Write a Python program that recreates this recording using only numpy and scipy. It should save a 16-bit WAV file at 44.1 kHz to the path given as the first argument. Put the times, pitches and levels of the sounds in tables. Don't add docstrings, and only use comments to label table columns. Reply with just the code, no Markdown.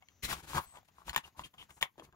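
import sys
import numpy as np
from scipy import signal
from scipy.fft import rfft, irfft
from scipy.io import wavfile
from scipy.ndimage import uniform_filter1d

SR = 44100
rng = np.random.default_rng(int(sys.argv[2]) if len(sys.argv) > 2 else 0)


def volts_from_db(level):
    exponent = np.asarray(level, float) / 20
    return 10 ** exponent


def store_wav(level_fs):
    pcm = np.round(np.clip(np.atleast_2d(level_fs), -1, 1) * 32767)
    wavfile.write(sys.argv[1], SR, pcm.T.astype(np.int16))


N = 94815
TIME = np.arange(N) / SR
HZ = np.fft.rfftfreq(N, 1 / SR)


def evened(x):
    return x / np.sqrt(np.mean(x ** 2) + 1e-20)


def read(points, hz):
    f, value = np.transpose(points)
    return np.interp(np.log(hz + 1), np.log(f + 1), value)


def colour(x, points):
    return irfft(rfft(x) * volts_from_db(read(points, HZ)), N)


def ring(x, hz, width_hz):
    r = np.exp(-np.pi * width_hz / SR)
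    return signal.lfilter([1 - r, 0, r - 1], [1, -2 * r * np.cos(2 * np.pi * hz / SR), r * r], x)


def ring_twice(x, hz, width_hz, second_width_hz):
    return evened(ring(ring(x, hz, width_hz), hz, second_width_hz))


def grains(per_s, spread_db):
    chance, side, size = rng.random((3, N))
    strength = volts_from_db(spread_db * np.minimum(-np.log(size + 1e-9), 4))
    return evened((chance < per_s / SR) * np.sign(side - 0.5) * strength)


def stroke(start_s, length_s):
    t = TIME - start_s
    swell = np.sin(np.pi / 2 * np.clip(t / (0.4 * length_s), 0, 1)) ** 2
    ease_db = -756 * np.maximum(t - 0.66 * length_s, 0)
    return swell * volts_from_db(ease_db)


# (start [s], length [s],
# grit level [dB], hollow level [dB], bench level [dB])
STROKES = [(0.011, 0.034, -92, -71, -96), (0.076, 0.064, -91, -80, -101), (0.221, 0.054, -46, -57.5, -71),
           (0.269, 0.1, -48, -45, -44), (0.338, 0.1, -65, -61.5, -54), (0.42, 0.046, -66.5, -64.5, -50.5),
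           (0.457, 0.11, -57.5, -56.5, -54.5), (0.527, 0.086, -49.5, -39, -34.5),
           (0.6, 0.071, -69.5, -64, -87), (0.643, 0.11, -77, -75.5, -127), (0.714, 0.11, -74.5, -58.5, -64.5),
           (0.845, 0.012, -80, -88, -103), (0.876, 0.016, -79, -67, -95), (0.91, 0.18, -83, -73, -70.5),
           (0.971, 0.043, -90, -73, -83),
           (1.039, 0.055, -75.5, -73.5, -60.5), (1.059, 0.067, -60, -56.5, -55.5),
        (1.133, 0.011, -62, -47.5, -85), (1.158, 0.027, -50.5, -72, -68), (1.221, 0.091, -70.5, -64.5, -62),
        (1.356, 0.093, -67, -60.5, -50.5), (1.433, 0.045, -65, -68.5, -57.5),
        (1.532, 0.024, -81.5, -67.5, -69.5), (1.564, 0.11, -72, -66, -62.5),
        (1.685, 0.038, -73.5, -63, -61), (1.72, 0.029, -99, -103, -71), (1.759, 0.033, -76.5, -68, -63),
        (1.807, 0.041, -54, -45.5, -55), (1.97, 0.048, -77, -64.5, -61), (2.022, 0.044, -71.5, -73.5, -58),
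        (2.06, 0.046, -116.5, -72.5, -61.5), (2.121, 0.04, -107, -71, -59.5)]


def scrapes():
    rows = np.array(STROKES)
    strokes = np.array([stroke(start, length) for start, length in rows[:, :2]])
    grit, hollow, bench = volts_from_db(rows[:, 2:]).T @ strokes
    return grit_hiss(grit) + hollow_ring(hollow), bench_rumble(bench)


# (pitch [Hz], level [dB])
GRIT = [(250, 7), (800, -8), (2000, 4.5), (4000, 2.5), (8000, -8), (16000, -22)]


def grit_hiss(pressure):
    same, left, right = (grains(9000, -0.5) for _ in range(3))
    shared = 0.31
    both = np.sqrt(shared) * same + np.sqrt(1 - shared) * np.array([left, right])
    return volts_from_db(8.0) * evened(colour(both, GRIT)) * pressure


# (pitch [Hz], width [Hz], level [dB])
HOLLOW = [(702, 313, -1.5), (1000, 205, 2.5), (1133, 176, 0.5), (1580, 340, -4.5), (1784, 250, -9)]


def hollow_ring(pressure):
    slips = ring(grains(640, 3), 1230, 1300)
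    body = 0
    for k, (hz, width, db) in enumerate(HOLLOW):
        body = body + (-1) ** k * volts_from_db(db) * evened(ring(slips, hz, width))
    return volts_from_db(3.0) * evened(body) * pressure


# (pitch [Hz], width [Hz], level [dB])
BENCH = [(60, 50, -1.5), (131, 37.5, -4), (289.4, 120, -7.5)]
# (start [s], length [s], level [dB], pitch [Hz])
BUMPS = [
    (0.236, 0.04, -47, 60),
    (0.548, 0.027, -48, 113),
    (0.648, 0.043, -61, 53.7),
    (1.073, 0.058, -50, 59),
    (1.157, 0.037, -53.5, 130),
    (1.976, 0.078, -56.5, 310),
]


def bench_rumble(pressure):
    shake = rng.standard_normal(N)
    rumble = sum(volts_from_db(db) * ring_twice(shake, hz, width, 2 * width) for hz, width, db in BENCH)
    out = volts_from_db(-3.0) * evened(rumble) * pressure
    for start, length, db, hz in BUMPS:
        out = out + volts_from_db(db) * stroke(start, length) * ring_twice(shake, hz, 0.41 * hz, 2.05 * hz)
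    return out


# (time [s], peak level [dB], main pitch [Hz], shell re peak [dB], crack re peak [dB])
CLICKS = [(0.023, -55, 770, -21.5, -28), (0.085, -65.5, 2570, -2, -22), (0.289, -34, 1350, -28, -35),
          (0.31, -30, 1080, -23, -28), (0.314, -30.5, 1600, -33, -26), (0.328, -26, 1126, -27, -16),
          (0.532, -30, 1040, -27, -28), (0.555, -41.5, 993, -15, -28), (0.567, -32, 1190, -23.5, -30),
          (0.58, -18, 1080, -34, -28), (0.587, -27, 1000, -47, -40), (0.598, -29.5, 940, -51, -43),
          (0.756, -57.5, 955, -12.5, -30), (0.771, -40, 930, -27, -39), (0.829, -58.5, 780, -29, -18),
          (0.885, -58.5, 780, -22, -24), (0.983, -43, 1040, -42, -40), (1.018, -46, 1080, -42, -40),
          (1.081, -32, 974, -30, -33), (1.094, -38, 1914, -15, -5.5), (1.13, -37, 1050, -22, -18),
          (1.146, -37, 950, -16.5, -17), (1.161, -18, 1040, -20, -12), (1.177, -27.5, 910, -17, -15),
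          (1.393, -29.5, 1000, -29, -40), (1.539, -68, 1156, -6.5, -9), (1.626, -47.5, 1070, -24, -29),
          (1.705, -61.5, 920, -6, 3), (1.812, -39, 910, -15, -12), (1.826, -22.5, 866, -18, -10.5),
          (1.856, -38, 1015, -46, -33), (1.956, -63, 865, -40, -43), (1.979, -48.5, 620, -25.5, -35),
          (1.996, -40.5, 677, -23, -48), (2.021, -46, 1060, -44, -30), (2.037, -74, 2150, -36, -26),
          (2.05, -61, 2280, -12, -21), (2.125, -55, 1590, -25, -25)]
# (pitch [Hz], level [dB], time to die by 60 dB [s])
SHELL = [(660, -24, 0.012), (1818, 1, 0.013), (2200, 8, 0.006), (2715, -0.5, 0.015), (2964, 6.5, 0.008),
         (3400, 5, 0.012), (4973, -10, 0.016), (6970, -5, 0.01)]


def clicks():
    out, t = np.zeros(N + 4000), np.arange(4000) / SR
    f, db, t60 = np.transpose(SHELL)[:, :, None]
    for start, peak_db, hz, shell_db, crack_db in CLICKS:
        level_draw, pitch_draw, phase = rng.standard_normal((3, len(SHELL), 1))
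        noise = rng.standard_normal(4000)
        main = volts_from_db(-60 * t / 0.016) * np.sin(2 * np.pi * hz * t) * (1 - np.exp(-t / 0.00027))

        bright_db = shell_db + 12.0
        fading = volts_from_db(bright_db - 1 + db + 1.5 * level_draw - 60 * t / t60)
        shell = fading * np.sin(2 * np.pi * f * (1 + 0.012 * pitch_draw) * t + phase)

        burst = noise * np.exp(-t / 0.0018)
        snap = 4 * ring(ring(burst, 2200, 2400), 1947, 1900) * volts_from_db(bright_db - 4)

        decay = np.exp(-t / 0.0012)
        crack = np.diff(noise[::-1], prepend=0) * volts_from_db(crack_db - 1) * decay * (1 - decay)

        soft_start = np.minimum(t / 0.00068, 1)
        at = round((start + 0.0006) * SR)
        out[at:at + 4000] += volts_from_db(peak_db + 2.5) * ((main + snap + shell.sum(0)) * soft_start + crack)
    return out[:N]


# (pitch [Hz], peak level [dB], time to die by 60 dB [s])
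BIG_MODES = [(620, -29, 0.02), (1080, -24.5, 0.019), (1830, -19.5, 0.013), (2186, -18, 0.0088),
             (2600, -21, 0.01), (3070, -17.5, 0.01), (3600, -26, .012)]


def big_snap():
    t = np.maximum(TIME - 1.8267, 0)
    out = 0
    for k, (hz, db, t60) in enumerate(BIG_MODES):
        out = out + (-1) ** k * volts_from_db(db - 60 * t / t60) * np.sin(2 * np.pi * hz * t)
    return out


# (time [s], peak level [dB], pitch
# [Hz], time to die by 60 dB [s])
PINGS = [(0.087, -54, 4200, .012), (0.244, -31.5, 4100, 0.031), (0.316, -35, 4720, 0.019),
         (1.094, -29.5, 4300, 0.013), (1.095, -35, 3000, 0.013), (1.131, -39.5, 4950, 0.01),
         (1.147, -40, 4970, .012), (1.161, -28, 3430, 0.011), (1.162, -24, 1830, 0.023),
         (1.163, -36, 873, 0.014), (1.239, -45, 2980, 0.028), (1.397, -47, 1940, 0.018),
         (1.435, -44, 2960, 0.021), (1.54, -55, 600, .01), (1.581, -48, 2980, 0.034),
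         (1.615, -57, 1050, .03), (1.809, -36.5, 2920, 0.014), (0.236, -42, 61.5, 0.14),
         (0.668, -58, 60, 0.11), (1.094, -44, 6950, 0.015), (1.163, -31, 7200, 0.01),
         (0.024, -56, 2200, 0.038), (0.887, -62, 3150, 0.016), (1.004, -53, 1050, .02),
         (1.98, -47, 350, 0.045), (1.992, -47.5, 340, 0.057), (1.993, -50, 3250, .015)]


def pings():
    out, t = np.zeros(N + 4000), np.arange(4000) / SR
    for start, db, hz, t60 in PINGS:
        at = round((start + 0.0006) * SR)
        out[at:at + 4000] += volts_from_db(db - 60 * t / t60) * np.sin(2 * np.pi * hz * t) * np.minimum(t / 0.001, 1)
    return out[:N]


CREAK_STARTS = [.035, .602, .653, 1.239, 1.346, 1.437, 1.581, 1.701, 1.857]
# (length [s], level [dB], pitch
# [Hz], width [Hz])
CREAKS = [(0.19, -82.5, 6020, 440), (0.046, -69.5, 14000, 13000), (0.11, -68, 7900, 230),
          (0.008, -51, 2890, 290), (0.024, -70.5, 940, 180), (0.012, -44.5, 2960, 460),
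          (0.039, -53, 2980, 550), (0.094, -75.5, 6900, 2400), (0.0047, -76, 800, 390)]


def creaks():
    slips = grains(4000, 2.5)
    out = 0
    for start, (length, db, hz, width) in zip(CREAK_STARTS, CREAKS):
        t = TIME - start
        catch = np.clip(t / 0.002, 0, 1)
        release_db = -1200 * np.maximum(t - length, 0)
        out = out + volts_from_db(db + release_db) * catch * ring_twice(slips, hz, width, 2 * width)
    return out


# (pitch [Hz], time to die by 60 dB [s])
GARAGE = [(200, 0.026), (1000, 0.12), (3000, 0.098), (10000, 0.015)]


def garage(x):
    out, turn = 0, 9 * TIME
    for k in range(3):
        taps = rng.standard_normal((2, SR // 2))
        hz, t, z = signal.stft(taps, SR, nperseg=256)
        tail = signal.istft(z * volts_from_db(-60 * t / read(GARAGE, hz)[:, None]), SR, nperseg=256)[1]
        tail[:, :200] = 0
        tail *= volts_from_db(-17.5) / np.linalg.norm(tail[0])
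        near = taps[:, :900] * np.exp(-np.arange(900) / SR / 0.003)
        tail[:, :900] += volts_from_db(-11) * near / np.linalg.norm(near, axis=1)[:, None]
        share = np.sqrt(2 / 3) * np.cos(turn + k * np.pi / 3)
        out = out + signal.fftconvolve(x * share, tail, axes=1)[:, :N]
    return out


# (pitch [Hz], level [dB])
AIR = [(30, -6.5), (90, 9.5), (170, 2), (400, -8), (1000, -11.5), (2000, -11.5), (7000, -20), (9000, -58.5),
       (13000, -33.5)]
# (time [s], level [dB])
HIGH_HISS = [(0, -94), (.4, -102), (1.9, -90), (1.94, -100.5)]


def air():
    left, right = rng.standard_normal((2, N))
    right = 0.45 * left + 0.4 * right
    hush = volts_from_db(-73.5) * evened(colour(np.array([left, right]), AIR))
    sway = volts_from_db(3 * evened(uniform_filter1d(rng.standard_normal((2, N)), 2500)))
    high_noise = evened(ring(rng.standard_normal((2, N)), 12500, 5000))
    high_hiss = volts_from_db(np.interp(TIME, *np.transpose(HIGH_HISS))) * high_noise
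    return (hush * sway[0] + high_hiss * sway[1]) * np.minimum(TIME / 0.012, 1)


# (pitch [Hz], level [dB])
LEFT = [(60, 1), (250, 2), (600, 5), (1300, 5.5), (3500, 4.5), (9000, 6), (15000, 9)]
# (pitch [Hz], delay [s])
LAG = [(250, .00012), (800, 0.00023), (2400, 0.00012), (5000, 0.00019)]


def place_left(x):
    wet = rfft(x)
    middle = wet.mean(0)
    wet = middle + (wet - middle) / (1 + (304 / (HZ + 1)) ** 4)
    lean = volts_from_db(read(LEFT, HZ) / 2)
    late = np.exp(-2j * np.pi * HZ * read(LAG, HZ))
    return irfft(wet * [lean, late / lean], N)


def scene():
    rub, low = scrapes()
    unit = rub + clicks() + big_snap() + pings() + creaks()
    bench = low * volts_from_db([[0.6], [-0.6]])
    bench_sides = volts_from_db(-14) * np.roll(low, 300) * [[1], [-1]]
    return place_left(unit + garage(unit)) + bench + bench_sides + air()


def top_cut(x):
    return signal.sosfilt(signal.butter(12, 16810, fs=SR, output="sos"), x)


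# (pitch [Hz], level [dB])
MIC = [(5500, -1), (7000, 6), (8600, 4), (11500, 11)]
# (pitch [Hz], level [dB])
EDGE = [(15750, 0), (16050, -38)]


def record(dry):
    mix = colour(colour(dry, MIC), EDGE)
    return top_cut(mix)


dry = scene()
out = record(dry)
store_wav(out)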